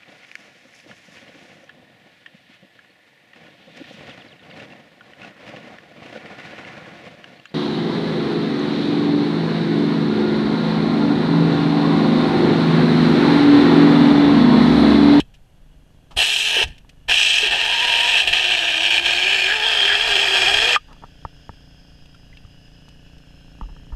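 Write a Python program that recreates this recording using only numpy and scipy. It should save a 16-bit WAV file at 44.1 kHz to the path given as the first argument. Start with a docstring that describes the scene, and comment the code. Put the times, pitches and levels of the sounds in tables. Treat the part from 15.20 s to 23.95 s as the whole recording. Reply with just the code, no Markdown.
"""Murky water: a power cutter runs out of a cut over an engine's throb, then makes a short and a long cut.
Some 400 tooth blows a second ring the tool and the work; each cut jolts, skims and digs in, and its
whine grows. In the long cut the teeth slip and catch, and the pinched blade shrieks and squeals.
Afterwards the engine throbs, its pump hums and hisses, and a valve whistles. Around the cuts bubbles pop,
grit brushes the blade and small things knock on the submerged housing: dying sines and filtered bursts."""
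import sys
import numpy as np
from scipy import signal
from scipy.fft import rfft, irfft
from scipy.io import wavfile
from scipy.ndimage import uniform_filter1d, map_coordinates

SR = 44100
rng = np.random.default_rng(int(sys.argv[2]) if len(sys.argv) > 2 else 0)


def inscribe(sig):
    """Save sig as 16-bit PCM at rate SR to the path in sys.argv[1].

    A 1-D sig is mono; a 2-D sig holds one channel per row.
    Samples are clipped to [-1, 1] before scaling.
    """
    pcm = np.round(np.clip(np.atleast_2d(sig).T, -1, 1) * 32767)
    wavfile.write(sys.argv[1], SR, pcm.astype(np.int16))


N = 385875
TIME = np.arange(N) / SR


def undb(db):
    """Decibels to gain."""
    return 10 ** (np.asarray(db) / 20)


def unit(x):
    """Scale to an rms of one."""
    return x / np.sqrt(np.mean(x ** 2))


def curves(rows):
    """Each column of a table as straight lines through time."""
    s, *columns = np.transpose(rows)
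    return [np.interp(TIME, s, c) for c in columns]


def noise():
    """White noise for the whole scene."""
    return rng.standard_normal(N)


def sine(turns):
    """A sine with an rms of one, from its phase in turns."""
    return np.sqrt(2) * np.sin(2 * np.pi * turns)


def bump(t, half):
    """A smooth rise and fall around t = 0, down to 1/e at the half length."""
    return np.exp(-(t / half) ** 2)


def walk(rate):
    """Smooth random drift with a spread near one, from `rate` random steps a second."""
    k = max(int(SR / rate), 1)
    steps = np.repeat(rng.standard_normal(N // k + 1), k)
    smooth = uniform_filter1d(uniform_filter1d(steps, k), k)
    return unit(smooth[:N])


def resonate(x, modes, size=8192):
    """Ring x through steep-sided resonances; the response is causal and has unit energy."""
    f = np.fft.rfftfreq(size, 1 / SR)
    power = np.zeros(len(f))
    for hz, width, db in modes:
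        detune = (f ** 2 - hz ** 2) / (width * (f + 1))
        power += undb(db) ** 2 / (1 + detune ** 2) ** 2
    # folding the cepstrum forward gives the minimum-phase response
    cepstrum = irfft(np.log(power + 1e-9) / 2)
    cepstrum[1:size // 2] *= 2
    cepstrum[size // 2 + 1:] = 0
    response = irfft(np.exp(rfft(cepstrum)))
    return signal.fftconvolve(x, response / np.linalg.norm(response))[:len(x)]


def add(out, s, sound):
    """Mix a sound in at a time."""
    start = max(int(s * SR), 0)
    out[start:start + len(sound)] += sound[:max(N - start, 0)]


def pulses(turns):
    """One click at each whole turn, shared between neighbouring samples."""
    at = np.flatnonzero(np.diff(np.floor(turns)) > 0)
    late = (np.ceil(turns[at]) - turns[at]) / (turns[at + 1] - turns[at])
    out = np.zeros(N)
    out[at], out[at + 1] = 1 - late, late
    return out


def ping(hz, t60, glide, rise):
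    """A dying sine whose pitch drifts as it fades."""
    t = TIME[:SR // 2]
    fade = np.exp(-np.log(1000) * t / t60) * (1 - np.exp(-t / rise))
    return fade * np.sin(2 * np.pi * hz * (t + glide * t ** 2 / (2 * t60)))


def scuff(decay):
    """A short burst of rubbing: noise that swells fast and dies away."""
    t = TIME[:SR // 4] / decay
    return rng.standard_normal(len(t)) * (1 - np.exp(-2 * t)) * np.exp(-t) * 2


def delayed(x, lag_ms):
    """The sound after a path whose length may change."""
    return map_coordinates(x, [np.arange(N) - lag_ms * SR / 1000], order=3)


def reflect(x, path):
    """A close echo combs the sound; the comb slides as the path changes."""
    lag_ms, share = curves(path)
    return (x + share * delayed(x, lag_ms)) / np.sqrt(1 + share ** 2)


# further paths by the rippling surface and the bed: lag_ms, share (negative flips the wave)
WATER_PATHS = [(.95, -.17), (1.45, .17), (2.4, -.15), (4.1, .14)]


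def shimmer(x):
    """Wandering paths through the water draw fine, wavering streaks in the sound."""
    return x + sum(share * delayed(x, lag_ms + .05 * walk(2.5)) for lag_ms, share in WATER_PATHS)


# colour of the wash: pitch_hz, relative density_db (per Hz)
WASH_COLOUR = [(15, -1.5), (35, -8.5), (90, -12.5), (200, -20.5), (350, -30.5), (700, -28.5), (1100, -37),
               (2200, -40), (5000, -46), (12500, -49.5), (15000, -62)]
# water pushing on the housing: centre_s, level_db, half_length_s
SURGES = [(0, -29.5, 0.035), (.98, -43, 0.03), (1.472, -33, 0.05), (1.894, -41, 0.02), (2.3, -43, .025),
          (3.1, -41, .05), (3.847, -44, 0.037), (4.88, -47, .1), (5.34, -36.5, 0.088), (8.6, -46.5, 0.23)]
CURRENT_DB, WASH_DB = -52, -51.5  # the steady push between surges; the wash


def water():
    """A soft wash of coloured noise, and slow surges as low rumble on the housing."""
    hz, db = np.transpose(WASH_COLOUR)
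    f = np.fft.rfftfreq(N, 1 / SR)
    colour = undb(np.interp(np.log(f + 1), np.log(hz), db))
    wash = unit(irfft(rfft(noise()) * colour, N))
    push = undb(CURRENT_DB) + sum(undb(db) * bump(TIME - s, half) for s, db, half in SURGES)
    surge = unit(resonate(noise(), [(28, 14, 4.0), (49.0, 96, -7.0)]))
    return undb(WASH_DB) * wash + push * surge


# resonances that carry the throb: pitch_hz, width_hz, relative level_db
THROB_MODES = [(57.6, 24, 5), (115, 34, -5), (155.5, 36.4, 7.5), (273, 42.5, 0.5), (560, 700, -17.5)]


def engine_throb(turns):
    """Firings of slightly uneven force thud through the water."""
    force = undb(1.0 * walk(30))
    return unit(resonate(pulses(turns) * force, THROB_MODES))


# the pump's hum: multiple of the firing rate, level_db (at the loudest throb)
HUM = [(13, -74), (15, -67.5), (16, -72.5), (19, -72), (20, -76), (21, -69.5), (24, -87), (25, -69.5)]


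def pump_hum(turns, throb_db):
    """Steady partials on multiples of the firing rate; they follow the engine's load."""
    hum = sum(undb(db + 1.5 * walk(2.94)) * sine(order * turns + rng.random()) for order, db in HUM)
    return hum * undb(throb_db - throb_db.max())


# resonances that carry the hiss: pitch_hz, width_hz, relative level_db
PUMP_MODES = [(1657, 380, -4), (2590, 620, -6.5), (2904, 230, 1), (3250, 310, -2), (4030, 2000, -15),
              (6280, 1340, -17)]


def pump_hiss():
    """Rushing flow: noise through the pump's resonances, slightly unsteady."""
    return unit(resonate(noise(), PUMP_MODES)) * undb(0.67 * walk(27))


# with the cutter off the flow whistles through a valve: time_s, pitch_hz, level_db
VALVE = [(5.55, 4900, -65), (5.7, 4920, -67), (6.1, 5070, -62.5), (6.7, 5080, -60.5), (7.1, 5040, -65.5),
         (7.6, 5100, -63), (8.75, 5160, -69.5)]


def valve_whistle():
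    """Slow and quick eddies scatter a drifting tone into a breathy whistle."""
    hz, db = curves(VALVE)
    eddies = walk(330) + 1j * walk(330) + 0.66 * (walk(1300) + 1j * walk(1300))
    tone = np.exp(2j * np.pi * np.cumsum(hz) / SR)
    return undb(db) * (TIME > VALVE[0][0]) * unit(np.real(eddies * tone))


# engine: time_s, firing_rate_hz, throb_db, pump_hiss_db
ENGINE = [(0, 27.07, -69, -72), (.55, 24.5, -56.5, -68.5), (1.7, 24.3, -55.5, -67.5),
          (5.5, 28.67, -63.5, -56), (5.8, 28.82, -51, -57.5), (7, 28.78, -52, -59.5),
          (7.8, 28.92, -50, -58.5), (8.75, 28.22, -48.5, -58)]
# shifting reflection of the pump's sound: time_s, lag_ms, share
PUMP_ECHO = [(5.6, 0.51, .12), (6.7, 0.64, 0.16), (7.2, 0.64, 0.025), (8.2, 0.734, 0.31), (8.75, 0.73, .2)]


def engine():
    """One firing rate drives throb and hum; hiss and whistle pass the shifting reflection and the water."""
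    hz, throb_db, hiss_db = curves(ENGINE)
    turns = np.cumsum(hz) / SR
    flow = undb(hiss_db) * pump_hiss() + valve_whistle()
    throb = undb(throb_db) * engine_throb(turns)
    return throb + pump_hum(turns, throb_db) + shimmer(reflect(flow, PUMP_ECHO))


# slow sways of the housing: start_s, level_db, pitch_hz, t60_s
SWAYS = [(.005, -17, 54, 0.014), (.965, -20.5, 64, 0.088), (1.439, -24, 64, 0.2), (1.89, -30, 49.4, 0.14),
         (8.419, -21.5, 41.3, 0.33), (8.725, -20, 45.96, 0.25)]


def sways():
    """The housing rocks: low dying sines that sag in pitch."""
    out = np.zeros(N)
    for s, db, hz, t60 in SWAYS:
        add(out, s, undb(db) * ping(hz, t60, glide=-0.12, rise=0.0005))
    return out


# grit brushing the idle blade: start_s, level_db, decay_s
GRIT = [(.138, -50.5, 0.011), (0.907, -48, 0.015), (1.476, -41, 0.0063), (1.58, -44.5, 0.0047),
        (1.692, -41.5, 0.0051), (5.728, -42, 0.0022), (6.856, -50, .004), (6.945, -52, .006),
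        (7.686, -44.5, 0.0034), (7.982, -49, 0.0023), (8.413, -49, 0.00085)]


def grit():
    """Short scuffs ring the blade's broad resonances."""
    out = np.zeros(N)
    blade = [(1770, 550, -12.5), (2920, 1300, -5.0), (5170, 4000, -17.5)]
    for s, db, decay in GRIT:
        add(out, s, undb(db) * resonate(scuff(decay), blade))
    return out


# bubbles: start_s, level_db, pitch_hz, t60_s
BUBBLES = [(1.366, -16, 447.4, 0.044), (1.384, -24, 380.2, 0.11), (1.413, -25, 432, 0.092),
           (2.23, -23.5, 423, 0.14), (2.261, -27.5, 370, 0.085), (5.545, -10, 1890, 0.023),
           (5.561, -3.5, 1197, 0.04), (6.945, -42.5, 1370, 0.041), (7.128, -41.5, 2020, 0.041),
           (7.171, -33.5, 2680, 0.033)]


def bubbles():
    """Each bubble rings as a dying sine that creeps up in pitch, with a snap as it pinches off."""
    out = np.zeros(N)
    for s, db, hz, t60 in BUBBLES:
        add(out, s, undb(db) * ping(hz, t60, glide=0.046, rise=0.00086))
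        add(out, s, undb(db - 7) * resonate(scuff(0.0022), [(hz, hz / 2, 0)]))
    return out


# knocks on the housing: start_s, peak_db, deep_thud_db, scuff_decay_s
KNOCKS = [(.909, -36, -71, 0.016), (1.648, -42, -60, 0.00064), (5.685, -40.5, -68, 0.014),
          (5.708, -39, -64, 0.014), (5.765, -43, -45, 0.0016), (5.824, -37, -52, 0.01),
          (5.838, -26.5, -38, 0.0036), (6.051, -16, -20, 0.00053), (6.2933, -20.5, -24.5, 0.00037),
          (7.249, -46, -29, 0.0023), (7.683, -38, -72, .001), (8.412, -23, -37, 0.0011),
          (8.432, -38, -60, 0.0061), (8.487, -44, -70, 0.0099), (8.565, -37, -53, 0.00087),
          (8.722, -37, -50, 0.0086)]
# housing modes: pitch_hz, width_hz, relative level_db
HOUSING = [(184, 137, 3), (487, 600, -6.5), (773, 210, -7), (903, 160, 3.5), (1193, 250, -1.5),
           (1330, 74, -3.5), (1740, 180, -9)]


def knocks():
    """A sharp push and a scuff ring the housing's modes, over a deep thud."""
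    out = np.zeros(N)
    for s, db, thud_db, decay in KNOCKS:
        rub = scuff(decay)
        # first contact is one sharp push, then the thing rubs along
        knock = resonate(rub + 8 * signal.unit_impulse(len(rub)), HOUSING)
        add(out, s, undb(db) * knock / np.abs(knock).max())
        add(out, s, undb(thud_db) * ping(hz=92, t60=0.041, glide=-.1, rise=0.00013))
    return out


# the cuts: start_s, end_s, level_db, extra_fizz_db, run_out_db
CUTS = [(-1.9, 0.0012, -4, 7.5, -36), (.957, 1.439, 1.1, 9, -18.5), (1.874, 5.558, 0, 1, -34.5)]
ATTACK_S, RELEASE_S, RUN_OUT_S = 0.014, 0.0066, 0.047


def cuts():
    """Each cut starts fast, holds and runs out: its gain, the time since it began, its extra fizz."""
    gain, age, fizz_db = np.zeros((3, N))
    for start, end, db, extra_db, run_out_db in CUTS:
        since, after = np.maximum(TIME - start, 0), np.maximum(TIME - end, 0)
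        run_out = undb(run_out_db) * np.exp(-after / RUN_OUT_S)
        release = np.maximum(np.exp(-after / RELEASE_S), run_out)
        gain += undb(db) * (1 - bump(since, ATTACK_S)) ** 2 * release
        on = TIME >= start
        age[on], fizz_db[on] = (since - after)[on], extra_db  # age stops at the cut's end
    return gain, age, fizz_db


# the teeth slip, then catch with a jerk: catch_s, slip_length_s, depth_db
SLIPS = [(1.135, 0.023, -1), (2.309, 0.033, -5.5), (3.075, 0.062, -8), (3.128, 0.047, -6),
         (3.706, 0.032, -4.5), (3.85, 0.069, -6.5), (5.135, 0.074, -3)]
CATCH_DB, CATCH_S = 1.5, 0.032


def grip():
    """The teeth's hold in dB: it ebbs in a slip and returns at once, overshooting."""
    db = np.zeros(N)
    for s, length, depth_db in SLIPS:
        slipping = np.clip(1 + (TIME - s) / length, 0, 1)
        slip = depth_db * np.sin(2.3 * slipping)
        catch = CATCH_DB * np.exp(-np.abs(TIME - s) / CATCH_S)
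        db += np.where(TIME < s, slip, catch)
    return db


def rasp(turns, scatter_db, contact, scrape_db, chip_db, chips_per_s):
    """Each tooth strikes with its own force and scrapes on; now and then a chip snaps off."""
    tooth = turns.astype(int)
    force = undb(scatter_db * np.clip(rng.standard_normal(N // 20), -2, 2))[tooth]
    strikes = pulses(turns)
    scrape = unit(np.exp(-(turns % 1) / contact) * noise())
    teeth = unit(force * (strikes / np.std(strikes) + undb(scrape_db) * scrape))
    snaps = rng.random(N) < chips_per_s / SR
    chips = snaps * rng.choice([-1, 1], N) * (1 + rng.random(N))
    return unit(teeth + undb(chip_db) * unit(chips))


# resonances of tool and work, low to high: pitch_hz, width_hz, relative level_db
GROWL = [(80.4, 82, -7.5), (237, 58, -23), (375, 89, -2.5), (505, 570, -6), (710, 188, 2.5),
         (892, 160, 5.5)]
BARK = [(1244, 150, -11.5), (1330, 160, -20), (1634, 127, 2.5), (1781, 143, 3.5), (2110, 110, -14)]
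RING = [(2464, 280, 3), (2656, 280, 2), (3032, 390, 5), (3243, 263, 3.5), (3763, 360, -7.5),
        (4127, 710, -8.5)]
SPRAY = [(5040, 306, -10.5), (5280, 360, 3.5), (5790, 810, 3.5), (6500, 600, 1), (7190, 770, -4),
         (7950, 540, -0.5)]
FIZZ = [(9280, 2200, 6.5), (10950, 430, 5), (12800, 890, -3.5), (14400, 1500, -29)]
SPRAY_SHARE = 0.246  # how much of a cut's extra fizz reaches the spray


def ringing_body(blows, churn, gain, fizz_db):
    """Dry blows ring and bark; blows blurred by stirred water growl, spray and fizz."""
    spray_gain = gain["spray"] * undb(SPRAY_SHARE * fizz_db)
    fizz_gain = gain["fizz"] * undb(fizz_db + 1.1 * walk(50))
    return (gain["growl"] * unit(resonate(churn, GROWL))
            + gain["bark"] * unit(resonate(blows, BARK))
            + gain["ring"] * unit(resonate(blows, RING))
            + spray_gain * unit(resonate(churn, SPRAY))
            + fizz_gain * unit(resonate(churn, FIZZ)))


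# modes of the pinched blade's shriek: pitch_hz, width_hz, relative level_db
SHRIEK = [(1375, 230, -7.5), (3223, 190, 5.5), (4720, 225, 1), (5230, 190, -11), (6030, 330, -8.5),
          (10780, 530, -21.5), (12800, 610, -32)]
# the pinched blade squeals for a moment: centre_s, half_length_s, pitch_hz, level_db
SQUEALS = [(4.307, 0.031, 1680, -19.5), (4.46, 0.035, 3220, -21), (4.65, 0.099, 3174, -18),
           (4.729, 0.041, 1730, -19.5)]
SHRIEK_DB, SQUEAL_WIDTH_HZ = -25.5, 200  # shriek at full pinch, in the cutter's own mix


def pinched_blade(churn, pinch):
    """The pinch makes the blade shriek on its modes, with brief squeals on single narrow ones."""
    shriek = undb(SHRIEK_DB) * pinch * unit(resonate(churn, SHRIEK))
    for s, half, hz, db in SQUEALS:
        squeal = unit(resonate(churn, [(hz, SQUEAL_WIDTH_HZ, 0)]))
        shriek += undb(db) * bump(TIME - s, half) * squeal
    return shriek


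# now and then the blade sings out at the octave: centre_s, half_length_s, rise_db
SINGS = [(2.676, 0.32, 15.5), (4.42, .11, 13.5), (5.29, .08, 17.5)]
# the whine grows through a cut; uneven teeth beat an octave below, until the pinch steadies the blade
WHINE_DB, WHINE_DB_PER_S, OCTAVE_DB, UNEVEN_DB = -51.5, 5, -46.5, -56.5
WHINE_WOBBLE = 0.059  # unsteadiness of the blade's push, in tooth cycles


def blade_whine(turns, age, skim, pinch):
    """The blade's steady push whines at the tooth rate, its octave and half the rate."""
    push = turns + WHINE_WOBBLE * walk(150)
    sing_db = sum(db * bump(TIME - s, half) for s, half, db in SINGS)
    whine = (undb(WHINE_DB + WHINE_DB_PER_S * age) * sine(push)
             + undb(OCTAVE_DB + sing_db) * (1 - skim) * sine(2 * push)
             + undb(UNEVEN_DB) * (1 - skim) * (1 - pinch) ** 2 * sine(push / 2))
    return whine * undb(2 * walk(35))


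# blade speed: time_s, tooth_rate_hz
TEETH = [(1.0, 410), (1.44, 440), (2.28, 410), (2.45, 472), (2.9, 482), (3.1, 352), (3.22, 380),
         (3.45, 335), (3.87, 345), (4.1, 392), (4.24, 374), (4.34, 433), (4.52, 432), (4.62, 388),
         (4.83, 438), (4.96, 394), (5.3, 377), (5.46, 478)]
# how hard the tool is pressed on: time_s, pressure_db
PRESSURE = [(1.0, 1), (1.1, -3), (1.25, -3), (1.43, -1), (1.9, 1), (2.1, 1.5), (2.42, -1), (2.95, 2.3),
            (3.2, 0.6), (3.53, -2.5), (3.7, 1.7), (4.0, 0), (4.27, -0.3), (4.39, -5), (4.52, -2.5),
            (4.86, -2.5), (5.0, 0.5), (5.55, -0.5)]
# a deep cut pinches the blade: time_s, pinch (0-1)
PINCH = [(3.5, 0.12), (4.3, 0.26), (4.5, 0.62), (4.8, 0.54), (5.25, 0.92), (5.55, 0.78)]
# how each resonance group answers: level_db, dB per dB of pressure, share of a slip,
# jolt_db, skim_db, dig_db, full_pinch_db
ANSWER = {"ring": (-16.5, 1, 1, 2.5, 0.5, -0.5, -.5), "growl": (-33, 0.72, 0.6, 12.5, -7, 4.5, 5),
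          "bark": (-27.5, 0.32, 1, 6.5, -4, 2, 6), "spray": (-34.5, 1, 1.04, 3, 5, 0, 3),
          "fizz": (-47, 1.15, 0.9, 8, 2, -1, -1)}
# a reflection from the work shifts as the tool moves: time_s, lag_ms, share
WORK_ECHO = [(1.198, 0.26, 0.23), (1.9, 0.53, 0.015), (2.3, 0.69, 0.07), (3.0, 0.55, .02),
             (3.3, 0.27, 0.09), (3.901, 0.45, 0.055), (4.2, 0.423, 0.35), (4.45, 0.42, 0.027),
             (5.55, .43, 0.17)]
# every cut opens alike: a jolt, the teeth skim the surface, then they dig in
JOLT_S, SKIM_AT_S, SKIM_HALF_S, DIG_AT_S, DIG_HALF_S = 0.044, .2, 0.16, 0.468, 0.037
CHURN_DB, CHURN_PINCH_DB = -7, 7  # stirred water against the tooth blows, and its rise at full pinch


def cutter():
    """Tooth blows ring the tool and the work, while the blade's steady push whines."""
    (hz,), (pressure_db,), (pinch,) = curves(TEETH), curves(PRESSURE), curves(PINCH)
    running, age, fizz_db = cuts()
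    jolt, dig, grip_db = np.exp(-age / JOLT_S), bump(age - DIG_AT_S, DIG_HALF_S), grip()
    skim = np.exp(-((age - SKIM_AT_S) / SKIM_HALF_S) ** 4)
    gain = {}
    for name, (db, follow, slip, jolt_db, skim_db, dig_db, pinch_db) in ANSWER.items():
        held_db = db + follow * pressure_db + slip * grip_db
        opening_db = jolt_db * jolt + skim_db * skim + dig_db * dig
        gain[name] = undb(held_db + opening_db + pinch_db * pinch)
    turns = np.cumsum(hz * (1 + .026 * walk(42))) / SR
    # teeth catch a little early or late, and the blade chatters in the cut
    blows = rasp(turns + 1 + .07 * walk(500), scatter_db=2.5, contact=0.75,
                 scrape_db=5.5, chip_db=-13.5, chips_per_s=110)
    blows = blows * undb(0.22 * walk(60))
    # the harder the pinch, the more stirred water: a smoother rush
    churn = unit(blows + undb(CHURN_DB + CHURN_PINCH_DB * pinch) * noise())
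    body = reflect(ringing_body(blows, churn, gain, fizz_db), WORK_ECHO)
    wet = shimmer(body + pinched_blade(churn, pinch))
    return running * (0.89 * wet + blade_whine(turns, age, skim, pinch))


def scene():
    """Everything reaches one microphone through the water."""
    small_things = sways() + grit() + bubbles() + knocks()
    return (water() + engine() + small_things + cutter())[None]


def record(dry):
    """The camera rounds the highest peaks and cuts the top above 15350 Hz."""
    rounded = np.tanh(0.81 * dry) / 0.8
    return signal.sosfilt(signal.ellip(8, .2, 70, 15350, fs=SR, output="sos"), rounded)


dry = scene()
out = record(dry)
inscribe(out)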